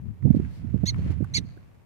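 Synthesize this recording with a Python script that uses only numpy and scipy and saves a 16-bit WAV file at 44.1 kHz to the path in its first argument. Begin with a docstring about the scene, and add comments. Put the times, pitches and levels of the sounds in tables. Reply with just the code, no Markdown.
"""Prairie dog barking in a windy field

Two short arched barks are built from a warbling harmonic tone plus rasp; a faint smeared echo follows from far trees.
Wind is evened low noise on two microphone ports, and brief lopsided thumps hit the right one.
Dry grass is random ticks over hiss with brighter swishes, stems snap as decaying bursts in a resonance,
and a steady bed of coloured noise is the still air."""
import sys
import numpy as np
from scipy import signal
from scipy.fft import rfft, irfft
from scipy.io import wavfile

SR = 44100
rng = np.random.default_rng(int(sys.argv[2]) if len(sys.argv) > 2 else 0)


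def store_pcm(level_fs):
    """Save levels as 16-bit WAV."""
    pcm = np.round(np.clip(level_fs, -1, 1) * 32767).astype(np.int16)
    wavfile.write(sys.argv[1], SR, np.atleast_2d(pcm).T)


N = 81585
TIME = np.arange(N) / SR


def from_db(db):
    """Decibels to gain."""
    return 10 ** (np.asarray(db) / 20)


def rms_one(x):
    """Scale to unit power."""
    return x / np.sqrt(np.mean(x ** 2) + 1e-20)


def in_time(rows):
    """Draw each column of a curve as straight lines between its points, at every sample."""
    seconds, *columns = np.transpose(rows)
    return [np.interp(TIME, seconds, column) for column in columns]


def at_hz(points, hz):
    """Read a spectrum in dB on a log-frequency axis."""
    f, db = np.transpose(points)
    return np.interp(np.log(hz + 1e-3), np.log(f), db)


def colour(x, spectrum, share=1):
    """Filter a sound by a spectrum, or by a share of its decibels."""
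    size = 2 * N
    gain = from_db(share * at_hz(spectrum, np.fft.rfftfreq(size, 1 / SR)))
    return irfft(rfft(x, size) * gain, size)[..., :N]


def lowpass(x, hz):
    """Roll off the treble gently."""
    return signal.sosfilt(signal.butter(2, hz, fs=SR, output="sos"), x)


def noise(spectrum):
    """Coloured noise of unit power."""
    return rms_one(colour(rng.standard_normal(N), spectrum))


def drift(rate_hz):
    """Smooth random wandering of spread 1, no faster than about the given rate."""
    return rms_one(lowpass(rng.standard_normal(N), rate_hz))


def swells(rows):
    """Sum bell-shaped rises and falls of level, each a start-free Gaussian around its centre."""
    return sum(from_db(db) * np.exp(-((TIME - s) / width) ** 2 / 2) for s, db, width in rows)


WIND_TOP_HZ = 1300


def turbulence(spectrum, size):
    """Lumpy low noise with its power evened over a window of the given samples."""
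    x = lowpass(noise(spectrum), WIND_TOP_HZ)
    window = np.hanning(size)
    power = signal.fftconvolve(np.abs(signal.hilbert(x)) ** 2 / 2, window / window.sum(), "same")
    return x / np.sqrt(np.abs(power) + 1e-2)  # the floor keeps lulls from being blown up


# Wind pressure on each port. Each row: time in seconds, pressure in dB before the layer offsets.
LEFT_GUSTS = [(0, -42), (.1, -30.5), (.17, -56.5), (.36, -31.5), (.47, -42.5), (.83, -50.5), (.94, -33),
              (1.09, -31), (1.15, -45.5), (1.41, -44), (1.85, -62)]
RIGHT_GUSTS = [(.19, -47.5), (.25, -19.5), (.38, -28), (.44, -29), (.56, -44), (.67, -30.5), (.92, -30),
               (.99, -29), (1.24, -29), (1.28, -41.5), (1.39, -30), (1.53, -46.5), (1.85, -67)]
# Deep rumble, and the rougher flutter of strong wind. Each row: frequency in Hz, relative density in dB per Hz.
RUMBLE_SPECTRUM = [(35, -19), (65, 2), (100, 6), (160, -2), (250, -14.5), (700, -48.5), (1500, -84)]
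FLUTTER_SPECTRUM = [(60, -22.5), (130, -4), (220, 3.5), (330, -4.5), (500, -21), (800, -32.5), (1500, -61)]
RUMBLE_DB = 4.5  # over the pressure
STRONG_WIND_DB, FLUTTER_DB = -5.5, -15  # at this strong pressure, flutter sits this far from it
FLUTTER_GROWTH = 1.4  # dB of flutter per dB of pressure


def wind(gusts):
    """Rumble on one port follows the pressure; flutter grows faster than the pressure does."""
    db, = in_time(gusts)
    flutter_db = STRONG_WIND_DB + FLUTTER_DB + FLUTTER_GROWTH * (db - STRONG_WIND_DB)
    rumble = from_db(db + RUMBLE_DB) * turbulence(RUMBLE_SPECTRUM, size=1500)
    return rumble + from_db(flutter_db) * turbulence(FLUTTER_SPECTRUM, size=2200)


# Still air over the field. Each row: frequency in Hz, relative density in dB per Hz.
AIR_SPECTRUM = [(100, 11.5), (550, 0), (1000, -5.5), (2200, -26), (15000, -25.5)]
AIR_DB = -59.5


def still_air():
    """A steady, quiet bed of coloured noise, independent at each port."""
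    return from_db(AIR_DB) * np.array([noise(AIR_SPECTRUM), noise(AIR_SPECTRUM)])


# How loud the grass rustles. Each row: time in seconds, level in dB.
RUSTLE_COURSE = [(.2, -67), (.365, -55.5), (.55, -60.5), (.9, -59.5), (.98, -52.5), (1.125, -49.5),
                 (1.15, -58), (1.6, -63), (1.85, -68)]
# Tone of the rustle. Each row: frequency in Hz, relative gain in dB.
RUSTLE_SPECTRUM = [(500, 7.5), (1000, 3), (2300, 1.5), (3500, -8.5), (5000, -13.5), (8000, -19),
                   (15000, -30.5)]
GRAINS_PER_S, GRAIN_SPREAD_DB = 1500, 6.5
GRAIN_SHARE = 0.45  # ticks' share of the power, the rest is hiss


def grass():
    """Dry blades rub: small ticks of uneven size over a soft hiss."""
    sizes = from_db(GRAIN_SPREAD_DB * np.minimum(rng.exponential(1, (2, N)), 4))
    signed = sizes * rng.choice([-1, 1], (2, N))
    ticks = rms_one(signed * (rng.random((2, N)) < GRAINS_PER_S / SR))
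    hiss = rng.standard_normal((2, N))
    rub = np.sqrt(GRAIN_SHARE) * ticks + np.sqrt(1 - GRAIN_SHARE) * hiss
    level_db, = in_time(RUSTLE_COURSE)
    return from_db(level_db) * rms_one(colour(rub, RUSTLE_SPECTRUM))


# Snapping stems. Each row: start in seconds, level in dB before SNAP_DB, left over right in dB,
# centre of the resonance in Hz, its width in octaves.
STEM_SNAPS = [(.2249, -52, -3.5, 1400, 1.16), (.4468, -46, -4, 1800, 0.88), (.9443, -41, 12, 1530, 1.5),
              (0.9601, -51, -10, 1160, 0.72), (1.2439, -40.5, -6, 1130, 1.12), (1.5729, -54, -4, 1530, 0.3)]
SNAP_DB, SNAP_T60_S = 5.5, 0.018  # lift of every snap; time to fall 60 dB
SNAP_SPLINTER_DB = -32  # raw burst on top of each crack


def snaps():
    """Each stem breaks with a short dull crack in one broad resonance, with thin treble on top."""
    out = 0
    for s, db, pan_db, hz, octaves in STEM_SNAPS:
        decay = (TIME >= s) * from_db(-60 * np.abs(TIME - s) / SNAP_T60_S)
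        burst = rng.standard_normal((2, N)) * decay
        band = [hz * 2 ** (-octaves / 2), hz * 2 ** (octaves / 2)]
        crack = signal.sosfilt(signal.butter(4, band, "band", fs=SR, output="sos"), burst)
        crack = crack + from_db(SNAP_SPLINTER_DB) * burst
        sides_db = pan_db * np.array([[1], [-1]]) / 2
        out = out + crack / np.abs(crack).max() * from_db(db + SNAP_DB + sides_db)
    return out


# Single eddies on the right port. Each row: centre in seconds, level in dB, swing in Hz.
EDDY_HITS = [(.259, -8, 111), (0.281, -13, 128.5), (.308, -6.5, 180), (0.349, -12.5, 252), (0.37, -15, 214),
             (0.4, -17.5, 184), (0.648, -24.5, 175), (0.745, -15, 209), (.758, -17.5, 90),
             (.839, -9.5, 172), (0.99, -20, 158), (1.064, -23, 259), (1.104, -18, 104.5),
             (1.209, -19.5, 258), (1.227, -16, 165), (1.383, -21, 140), (1.574, -38.5, 306)]
EDDY_SKEW = 0.16  # the pressure peaks are sharper than the troughs
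EDDY_SWINGS, EDDY_FLUTTER_DB = 0.59, -7  # swings per half length; flutter re the thump


def eddies():
    """Brief lopsided thumps of two or three swings, longer the lower they are, with some flutter on top."""
    out, flutter = 0, turbulence(FLUTTER_SPECTRUM, size=450)
    for (s, db, hz), turn in zip(EDDY_HITS, rng.random(len(EDDY_HITS))):
        swing = 2 * np.pi * (hz * (TIME - s) + turn)
        thump = np.sqrt(2) * (np.cos(swing) + EDDY_SKEW * np.cos(2 * swing))
        envelope = swells([(s, db, EDDY_SWINGS / hz)])
        out = out + envelope * (thump + from_db(EDDY_FLUTTER_DB) * flutter)
    return out


# Brighter swishes of grass. Each row: centre in seconds, level in dB, half length in seconds.
GRASS_SWISHES = [(.365, -64, 0.0096), (.555, -63.5, 0.042), (1.115, -58, 0.0086)]
# Tone of the swishes. Each row: frequency in Hz, relative density in dB per Hz.
SWISH_SPECTRUM = [(3200, -14.5), (4500, -10), (6500, -20.5), (15000, -26.5)]


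def swishes():
    """Grass sweeps by as bright noise under bell-shaped swells, independent at each port."""
    return swells(GRASS_SWISHES) * np.array([noise(SWISH_SPECTRUM), noise(SWISH_SPECTRUM)])


# Throat and mouth resonances. Each row: frequency in Hz, relative gain in dB.
THROAT_GAIN = [(900, -9), (1400, -7), (1850, -1), (2200, -3.5), (3000, -4.5), (4400, 9), (5300, -12),
               (6400, 2.5), (7800, -24), (8600, -30.5), (13500, -35), (15500, -41)]
# The rasp around the tonal lines. Each row: frequency in Hz, relative density in dB per Hz.
RASP_SPECTRUM = [(1500, -13.5), (2200, 2), (3300, -8), (5300, 3), (6400, 4.5), (7800, -21.5), (8600, -2.5),
                 (9800, -31.5), (13500, -18), (15500, -34.5)]
ATTACK_S, RELEASE_S = 0.0011, 0.0019
JITTER, JITTER_PER_S = 0.013, 420  # share of pitch, rate in Hz
SHIMMER_DB, SHIMMER_PER_S = 4, 74  # wander of each line's level, rate in Hz
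WARBLE_HZ, WARBLE_WANDER = 388, .2  # a second, slower vibration of the throat; its share of wander
WARBLE_DEPTH = 0.13  # share of pitch at a roughness of 0 dB
QUARTER_DB = -9.5  # lines at quarter steps of the pitch, below those at half steps
BLUR_FROM_HZ, BLUR_RADIANS, BLUR_PER_S = 7400, .45, 700


def bark(course, bright_db, between_db):
    """A warbling arched tone through the throat, weak lines between harmonics, and rasp pulsed by each cycle."""
    pitch, db, rough_db = in_time(course)
    start, end = course[0][0], course[-1][0]
    attack = (np.minimum(TIME - start, 0) / ATTACK_S) ** 2
    release = np.maximum(TIME - end, 0) / RELEASE_S
    gate = np.exp(-attack - release)
    warble_hz = WARBLE_HZ * (1 + WARBLE_WANDER * drift(SHIMMER_PER_S))
    warble = np.sin(2 * np.pi * np.cumsum(warble_hz) / SR)
    bend = JITTER * drift(JITTER_PER_S) + WARBLE_DEPTH * from_db(rough_db) * warble
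    phase = 2 * np.pi * np.cumsum(pitch * (1 + bend)) / SR
    voice, power = 0, 0
    for k in np.arange(2, 29) / 4:  # multiples of the pitch, in quarter steps
        line_db = at_hz(THROAT_GAIN, k * pitch) + bright_db * np.log2(k)
        line_db = line_db + between_db * (k % 1 > 0) + QUARTER_DB * (k % .5 > 0)
        gain = from_db(line_db + SHIMMER_DB * drift(SHIMMER_PER_S))
        # random phase blurs the top lines
        blur = BLUR_RADIANS * drift(BLUR_PER_S) * (k * pitch.max() > BLUR_FROM_HZ)
        voice = voice + gain * np.sin(k * phase + blur)
        power = power + gain ** 2 / 2
    rasp = from_db(rough_db) * rms_one(noise(RASP_SPECTRUM) * (1 + np.cos(phase) / 2))
    return gate * from_db(db) * (voice / np.sqrt(power) + rasp)


def scatter(x, delay_s, t60_s):
    """Many small reflections that start after a delay and die away, different at each port."""
    age = TIME - delay_s
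    response = rng.standard_normal((2, N)) * (age > 0) * from_db(-60 * np.abs(age) / t60_s)
    return signal.fftconvolve(x[None], rms_one(response) / np.sqrt(N))[:, :N]


# Course of each bark. Each row: time in seconds, pitch in Hz, level of the tone in dB,
# roughness in dB re the tone.
BARK_ONE = [(0.857, 1716, -44, -19.5), (0.867, 1983, -33, -21), (0.878, 2180, -30.5, -16.5),
            (0.894, 2170, -25.5, -23), (0.903, 2011, -34, -16), (0.908, 1940, -42, -15)]
BARK_TWO = [(1.339, 2000, -38, -11), (1.349, 2226, -24, -13), (1.361, 2340, -25, -16.5),
            (1.374, 2087, -25, -10.5), (1.384, 2040, -30.5, -8), (1.391, 1830, -40.5, -3)]
# Left port over right for the animal's direction. Each row: frequency in Hz, difference in dB.
PORT_SHADING = [(2200, 3), (4400, -9), (6300, -1), (10000, 13.5), (14000, 5.5)]
RIGHT_LATE_S = .00032
NEAR_DB, NEAR_DELAY_S, NEAR_T60_S = -18, 0.0015, .06
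ECHO_DB, ECHO_DELAY_S, ECHO_T60_S, ECHO_DULL_HZ = -36, 0.096, 0.44, 5740
ECHO_BLUR_HZ = 300  # leaves in motion flutter the echo's level, which smears its pitch


def prairie_dog():
    """Both barks reach the left port first, followed by scatter from near grass and far trees."""
    # bright_db tilts the tone per octave; between_db sets the lines between harmonics
    voice = bark(BARK_ONE, bright_db=3, between_db=-10)
    voice = voice + bark(BARK_TWO, bright_db=-2.5, between_db=-26.5)
    left = colour(voice, PORT_SHADING, .5)
    right = np.roll(colour(voice, PORT_SHADING, -.5), round(RIGHT_LATE_S * SR))
    near = scatter(voice, NEAR_DELAY_S, NEAR_T60_S)
    echo = scatter(lowpass(voice, ECHO_DULL_HZ), ECHO_DELAY_S, ECHO_T60_S)
    echo = echo * (1 + drift(ECHO_BLUR_HZ) / 2)
    return np.array([left, right]) + from_db(NEAR_DB) * near + from_db(ECHO_DB) * echo


def scene():
    """The animal, the grass and the air, with wind on each port and eddies on the right."""
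    ports = np.array([wind(LEFT_GUSTS), wind(RIGHT_GUSTS) + eddies()])
    return ports + still_air() + grass() + snaps() + swishes() + prairie_dog()


LOW_CUT_HZ, CUTOFF_HZ = 39, 15550


def record(dry):
    """The deepest rumble is filtered out and the top is cut steeply."""
    thinned = signal.sosfilt(signal.butter(2, LOW_CUT_HZ, "high", fs=SR, output="sos"), dry)
    return signal.sosfilt(signal.ellip(12, .1, 80, CUTOFF_HZ, fs=SR, output="sos"), thinned)


dry = scene()
out = record(dry)
store_pcm(out)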